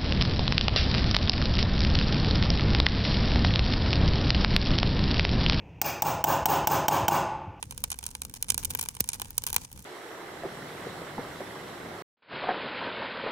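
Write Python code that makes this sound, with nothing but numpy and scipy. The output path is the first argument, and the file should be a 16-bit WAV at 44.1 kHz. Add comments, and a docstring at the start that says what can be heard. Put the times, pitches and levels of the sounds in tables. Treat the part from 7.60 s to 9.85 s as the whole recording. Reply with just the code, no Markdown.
"""Wood and bamboo burn in a small steel fire pit in an open field, close to a stereo microphone.
From the start, fibres burst in dry snaps that rattle around the pit, over fine ticking, sizzling steam
and a rumble of flames and faint wind. A low hum swells near 0.4 s and fades. From 0.75 s, cracks let out
short jets of steam. The loudest snap comes at 0.9 s; at 1.4 s a gas pocket goes off with a low pop.
After 2 s the snaps turn faint."""
import sys
import numpy as np
from scipy.fft import rfft, irfft, next_fast_len
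from scipy.io import wavfile
from scipy.ndimage import map_coordinates

SR = 44100
rng = np.random.default_rng(int(sys.argv[2]) if len(sys.argv) > 2 else 0)


def store_wav(level_fs):
    """Save 16-bit WAV to argv[1]."""
    pcm = np.round(np.clip(np.atleast_2d(level_fs), -1, 1) * 32767)
    wavfile.write(sys.argv[1], SR, pcm.T.astype(np.int16))


N = 99225
SNAP_SAMPLES, PREROLL_SAMPLES = 16384, 128


def amp(db):
    """Decibels to gain."""
    return 10 ** (np.asarray(db) / 20)


def colour(points, hz):
    """Gain from (freq_hz, gain_db) points on a log frequency axis."""
    freq_hz, gain_db = np.transpose(points)
    return amp(np.interp(np.log(hz + 1), np.log(freq_hz + 1), gain_db))


def curve(rows):
    """One value per sample from (time_s, value) rows."""
    return np.interp(np.arange(N) / SR, *np.transpose(rows))


def wobble(rate_hz):
    """Smooth random curve, rate_hz knots a second."""
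    knots = rng.standard_normal(int(N * rate_hz / SR) + 4)
    return map_coordinates(knots, [np.arange(N) * rate_hz / SR])


def filtered(x, response):
    """Apply a frequency response to x."""
    size = next_fast_len(N + SR // 2)
    return irfft(rfft(x, size) * response(np.fft.rfftfreq(size, 1 / SR)), size)[..., :N]


def shaped(noise, spectrum):
    """Noise filtered by a spectrum table, rms 1."""
    x = filtered(noise, lambda hz: colour(spectrum, hz))
    return x / np.sqrt(np.mean(x ** 2) + 1e-20)


def minimum_phase(gain):
    """Response with this gain that starts at once and rings afterwards."""
    cepstrum = irfft(np.log(np.maximum(gain, 1e-6)))
    cepstrum[..., 1:SNAP_SAMPLES // 2] *= 2
    cepstrum[..., SNAP_SAMPLES // 2 + 1:] = 0
    return np.exp(rfft(cepstrum))


def burst(t60_s, attack_s, delay_s=0, channels=1):
    """Spectrum of a decaying noise burst, energy 1."""
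    t = np.maximum(np.arange(SNAP_SAMPLES) / SR - delay_s, 0)
    x = rng.standard_normal((channels, SNAP_SAMPLES)) * amp(-60 * t / t60_s) * (1 - np.exp(-t / attack_s))
    return rfft(x / np.linalg.norm(x, axis=1, keepdims=True))


def add(track, start_s, sound):
    """Mix a snap into the track, its onset at start_s."""
    first = max(round(start_s * SR) - PREROLL_SAMPLES, 0)
    part = track[:, first:first + SNAP_SAMPLES]
    part += sound[:, :part.shape[1]]


# hum envelope: time_s, level_db
HUM_ENVELOPE = [(0, -61), (.2, -54.5), (.35, -50.5), (.6, -52.5), (.75, -59), (2.25, -69)]


def hum(pitch_hz=68.34, wander_hz=2.9, waver_db=2):
    """Low, unsteady hum, equal in both channels."""
    cycles = np.cumsum(pitch_hz + wander_hz * wobble(12.22)) / SR
    level_db = curve(HUM_ENVELOPE) + waver_db * wobble(12.15)
    return np.sqrt(2) * np.sin(2 * np.pi * cycles) * amp(level_db)


# flame and wind envelope: time_s, relative_db
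RUMBLE_ENVELOPE = [(0, -50), (.14, -50.5), (.3, -51), (.75, -54.5), (1.0, -50.5), (1.2, -50), (1.35, -54.5),
                   (1.68, -51.5), (1.76, -55.5), (2.04, -50), (2.09, -63), (2.16, -49.5), (2.25, -55.5)]
# flame and wind spectrum: freq_hz, gain_db
RUMBLE_SPECTRUM = [(15, -16), (25, -14), (39, 4), (50, -7.5), (68, -0.5), (85, -2.5), (120, -2.5),
                   (170, -9), (250, -11), (350, -24), (500, -19.5), (700, -43), (1500, -62)]


def rumble(gain_db=2, side_db=-12, flicker_db=1.8):
    """Flames and light wind, nearly alike in both channels."""
    mid, side = shaped(rng.standard_normal((2, N)), RUMBLE_SPECTRUM)
    stereo = mid + amp(side_db) * np.array([side, -side])
    return stereo * amp(curve(RUMBLE_ENVELOPE) + gain_db + flicker_db * wobble(11.77))


# steam envelope: time_s, relative_db
SIZZLE_ENVELOPE = [(0.0, -59.5), (0.11, -58), (0.33, -55.5), (0.73, -61.5), (1.07, -54), (1.44, -58.5),
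                   (1.67, -56), (1.76, -57), (2.02, -54), (2.1, -59.5), (2.18, -53.5)]
# steam spectrum: freq_hz, gain_db
SIZZLE_SPECTRUM = [(200, -5), (650, 1.5), (900, 7.5), (1300, 1), (2200, 2), (4000, 0), (6500, 6.5),
                   (8000, -1), (10500, -1), (13500, -4), (16000, -7.5)]


def sizzle(gain_db=-3, flutter_db=1.0, grain_db=4.0):
    """Steam leaves the wood in a grainy, fluttering hiss."""
    grains = rng.standard_normal((2, N)) * amp(grain_db * wobble(420))
    level_db = curve(SIZZLE_ENVELOPE) + gain_db + flutter_db * wobble(40.03)
    return shaped(grains, SIZZLE_SPECTRUM) * amp(level_db)


# steam jets: start_s, length_s, level_db, fade_db (negative swells)
STEAM_JETS = [(0.759, 0.018, -39, 9.5), (0.988, 0.051, -39, 19.5), (1.225, 0.034, -43.5, 24),
              (1.399, 0.0076, -42.5, -9), (1.531, 0.031, -41.5, 13), (1.983, 0.073, -54.5, -4.5)]
# jet spectrum: freq_hz, gain_db
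JET_SPECTRUM = [(500, -4.5), (2000, -6.5), (4000, -5.5), (6500, 2), (8500, -7.5), (11000, -6.5),
                (13500, -4), (16000, -14)]


def steam_jets(ramp_s=0.0025, grain_db=3):
    """Cracks let out abrupt spits of steam; most fade, two swell."""
    t = np.arange(N) / SR
    flow = np.zeros(N)
    for start_s, length_s, level_db, fade_db in STEAM_JETS:
        age_s = t - start_s
        gate = np.clip(np.minimum(age_s, length_s - age_s) / ramp_s + .5, 0, 1)
        flow += gate * amp(level_db - fade_db * np.clip(age_s / length_s, 0, 1))
    grains = rng.standard_normal((2, N)) * amp(grain_db * wobble(770))
    return flow * shaped(grains, JET_SPECTRUM)


def gas_pop(start_s=1.4075, level_db=-25.5, attack_s=0.0015, t60_s=0.072):
    """A gas pocket ignites: a thump whose pitch falls as the puff spreads."""
    start_hz, end_hz, fall_s = 528, 66.6, 0.0032
    t = np.maximum(np.arange(N) / SR - start_s, 0)
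    cycles = end_hz * t + (start_hz - end_hz) * fall_s * (1 - np.exp(-t / fall_s))
    envelope = amp(level_db - 60 * t / t60_s) * (1 - np.exp(-t / attack_s))
    return -np.sin(2 * np.pi * cycles) * envelope


# right channel's phase lag behind the left: freq_hz, lag_rad
RIGHT_LAG = [(0, 0), (1900, 3.5), (5300, 4.5), (6500, 6.5), (9200, 9.5), (10600, 7), (12000, 5), (13200, 2),
             (15000, 0.96), (17000, 4.65)]
# echoes between logs and pit wall: freq_hz, gain_db
ECHO_SPECTRUM = [(300, 4.5), (600, 2.5), (1000, 3), (3000, 6), (8000, 2), (15000, -16)]
# scatter from the ground around the pit: freq_hz, gain_db
GROUND_SPECTRUM = [(300, 15), (1000, 0), (3000, 1), (8000, 2), (15000, -38)]
# resonances of the pit's hollow: centre_hz, gain_db
PIT_RESONANCES = [(930, 2.5), (1530, 5.5), (2380, 7), (2985, 4.5)]
# base spectrum of a snap: freq_hz, gain_db
SNAP_SPECTRUM = [(100, -21.5), (300, -9.5), (480, -3.5), (640, -14), (850, -3), (1900, -7), (3700, -1.5),
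                 (4800, -3), (6500, 3.5), (8000, -1), (10500, 4), (13200, 0.5), (15000, 0), (17000, -4.5)]


def snap(body_db, top_db, pan_db, echo_db=-6, ground_db=-21, mode_width_hz=87):
    """One fibre bursts: crack, pit echoes and faint ground scatter, coloured by the pit's hollow."""
    hz = np.fft.rfftfreq(SNAP_SAMPLES, 1 / SR)
    crack = burst(t60_s=0.0018, attack_s=0.00015)
    crack /= (abs(crack) ** 2 + .05) ** .35  # partly flatten the spectrum
    lag_rad = np.interp(hz, *np.transpose(RIGHT_LAG))
    direct = crack * np.exp(-1j * np.array([np.zeros_like(hz), lag_rad]))
    reflection = dict(attack_s=0.00075, delay_s=0.00079, channels=2)
    echoes = amp(echo_db) * colour(ECHO_SPECTRUM, hz) * burst(t60_s=0.012, **reflection)
    scatter = amp(ground_db) * colour(GROUND_SPECTRUM, hz) * burst(t60_s=0.1, **reflection)
    tilt = [(1400, body_db), (3400, 0.51 * body_db), (5500, 0), (10500, 0), (14000, top_db)]
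    hollow_db = sum(gain_db * np.exp(-.5 * ((hz - centre_hz) / mode_width_hz) ** 2)
                    for centre_hz, gain_db in PIT_RESONANCES)
    tone = minimum_phase(colour(SNAP_SPECTRUM, hz) * colour(tilt, hz) * amp(hollow_db))
    sound = np.roll(irfft((direct + echoes + scatter) * tone), PREROLL_SAMPLES, axis=1)
    fade = np.minimum(2 * np.linspace(1, 0, SNAP_SAMPLES), 1) ** 2
    return sound * fade * amp([[pan_db / 2], [-pan_db / 2]])


def ticks(rate_per_s=36, base_db=-39, spread_db=4, sizzle_share=0.62, timbres=12):
    """Leaves and splinters tick at random, louder when the sizzle is strong."""
    sizzle_db = curve(SIZZLE_ENVELOPE)
    follow_db = sizzle_share * (sizzle_db - sizzle_db.mean())
    voices = [snap(body_db, top_db + 1, pan_db)
              for body_db, top_db, pan_db in (rng.normal(0, 3.7, size=3) for _ in range(timbres))]
    out = np.zeros((2, N))
    for k, (position, draw) in enumerate(rng.random((int(rate_per_s * N / SR), 2))):
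        level_db = base_db + follow_db[int(position * N)] + spread_db * min(-np.log(draw), 2)
        add(out, position * N / SR, amp(level_db) * voices[k % timbres])
    return out


# bursting fibres, and at 1.9813 s a wall echo of the 1.9635 s snap: start_s, relative_db, body_db, top_db,
# pan_db (left minus right)
FIBRE_SNAPS = [(0.028, -25, 7, -22, -2.5), (0.0388, -43, 12, 2, 0), (0.11, -29, 1, -4, -2.5),
               (0.1238, -35.5, 7, -6, 1), (0.1781, -27, -3.5, 0, -0.5), (0.205, -44.5, -2, 8, 3),
               (0.24, -17.5, 0.5, 4, 0.5), (0.3037, -25.5, -2.5, -4, -2), (0.317, -23, -10, -2, 8),
               (0.3199, -23, 1.5, -27, 4), (0.328, -28, 0, -22, -2), (0.3427, -36.5, 9, -16, 1.5),
               (0.3893, -26.5, -2, -3, -0.5), (0.429, -34.5, 3.5, -11, 1.5), (0.44, -27, -3, -10, 3.5),
               (0.4548, -40, 2, 0, 10), (0.4654, -21.5, -7, 1, -1), (0.4808, -43, 3, 0, 2),
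               (0.4897, -38, 0.5, -8, 7), (0.5084, -41, -6, -3, 0), (0.513, -35.5, -7, -6, -2),
               (0.5518, -26, 4, -9, 0.5), (0.619, -22.5, -3, -3, 2.5), (0.635, -42, 3, -2, 3),
               (0.651, -28, -1, 0, 2.5), (0.6972, -38.5, 1.5, 4, -2.5), (0.74, -29.5, -3.5, -2, 4.5),
               (0.751, -39, -2, 0, 2), (0.8265, -18, -7, 2.5, 1), (0.8444, -39, 7, -3, 0.5),
               (0.8852, -29.5, 0, -22, 3), (0.8903, -28, 0, -14, -1.5), (0.8998, -30.5, 9, 0, -5),
               (0.9033, -8.5, -7.5, -7, -3.5), (0.9204, -27.5, 3, 0, -1), (0.9445, -19.5, -3.5, -5, 0.5),
               (0.9792, -18, -2, 2, -1.5), (1.0293, -37, 5.5, -3, 15.5), (1.0359, -33.5, 6, 1, -5),
               (1.0485, -22, -5.5, -1, -9), (1.0531, -20, -7.5, 7.5, 4.5), (1.0976, -39, -6, -4, 2),
               (1.104, -28.5, 0, 0, 1), (1.1075, -23.5, -2, 0, -1.5), (1.1141, -35.5, 4, 9, 2),
               (1.137, -38, 5, 0, 3), (1.1504, -24.5, 9, 14.5, 1), (1.1739, -33.5, -11, -4, 4),
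               (1.1898, -27, 3.5, 0, 1), (1.1937, -22.5, 2.5, -2, 2.5), (1.1961, -28, -7, -3, 4),
               (1.212, -20, -12, -6, 7), (1.2144, -28.5, 1, 5, 2), (1.2283, -26.5, -6, 9, 3),
               (1.2308, -36, 10, 1, 4), (1.2382, -33.5, 2, 5, -6), (1.2537, -38.5, 2, 5, 5),
               (1.2596, -34.5, 9, 0, 0.5), (1.2877, -21, -3.5, -4, 4), (1.3513, -34.5, -2, -1, -3),
               (1.368, -34, 7.5, -6, 0), (1.4063, -13.5, -4.5, 9.5, -1), (1.4422, -31, 2, -1, 1),
               (1.4597, -47, -5, 6, 3), (1.477, -38, -4, -2, 2), (1.4804, -47, -8, -2, 0),
               (1.4901, -15.5, -10.5, -3, 0.5), (1.501, -33.5, -2.5, -22, 12), (1.5191, -40, 4, -12, -7),
               (1.5331, -23, -2, -16, 5.5), (1.5364, -32, -2, -6, 2), (1.5433, -28, -0.5, -10, 3.5),
               (1.5506, -35, 4.5, -2, 1), (1.5582, -40, 5, -2, -2), (1.5984, -29.5, 6, 1, 2),
               (1.618, -23, 6.5, 2.5, 1), (1.6468, -38.5, 5, -4, 2), (1.6556, -40, 7, -6, 3),
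               (1.7067, -37, 2.5, 13, 2), (1.7805, -13, -7.5, 7, 1), (1.8209, -37, 2, -2, 1),
               (1.8385, -24.5, -1, 3, 1), (1.867, -19.5, -0.5, 1, 0), (1.8742, -27, 2, 4, 8.5),
               (1.8815, -35, 0, 0, -1), (1.887, -33, 4, -3, 1), (1.8962, -35, 1, -2, 8),
               (1.9024, -28.5, 3, 6, 0), (1.9297, -22, 2, 5.5, -1), (1.944, -25.5, 0.5, 2, 9),
               (1.9514, -34, 5, 4, 7), (1.9635, -11.5, 4, 5, 2.5), (1.9813, -36.5, 9.5, -9, 1),
               (2.0168, -38, 1.5, -3, 3), (2.0488, -30.5, -5.5, -24, 5), (2.1163, -44.5, 9, 7, 1),
               (2.1288, -37, -9, 6, -0.5), (2.1764, -40.5, 3, -4, -3), (2.1927, -39.5, 2, 0, 2),
               (2.2246, -45, -15, 7, 3), (2.2433, -42, -3, -9, 2)]


def fibre_snaps(gain_db=17, lead_s=0.0003):
    """Fibres burst in loud snaps, each with its own timbre and pan; one faint row is the pit wall's echo of the
    snap at 1.96 s."""
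    out = np.zeros((2, N))
    for start_s, relative_db, body_db, top_db, pan_db in FIBRE_SNAPS:
        add(out, start_s - lead_s, amp(relative_db + gain_db) * snap(body_db, top_db, pan_db))
    return out


def scene():
    """The whole fire, in stereo."""
    return fibre_snaps() + ticks() + steam_jets() + sizzle() + rumble() + hum() + gas_pop()


def record(dry, ceiling=0.66, cutoff_hz=17000):
    """Stereo microphone: port resonances, soft clipping, steep low-pass."""
    def ports(hz):
        def bell(centre_hz, width_oct, gain_db):
            return amp(gain_db * np.exp(-.5 * (np.log2((hz + 1) / centre_hz) / width_oct) ** 2))
        left = bell(900, 0.35, 7.13) * bell(8160, 0.21, -4)
        right = bell(8890, 0.14, 9.8)
        return np.array([left, right])

    coloured = filtered(dry, ports)
    rounded = coloured / (1 + (coloured / ceiling) ** 4) ** .25
    return filtered(rounded, lambda hz: 1 / np.sqrt(1 + (hz / cutoff_hz) ** 160))


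dry = scene()
out = record(dry)
store_wav(out)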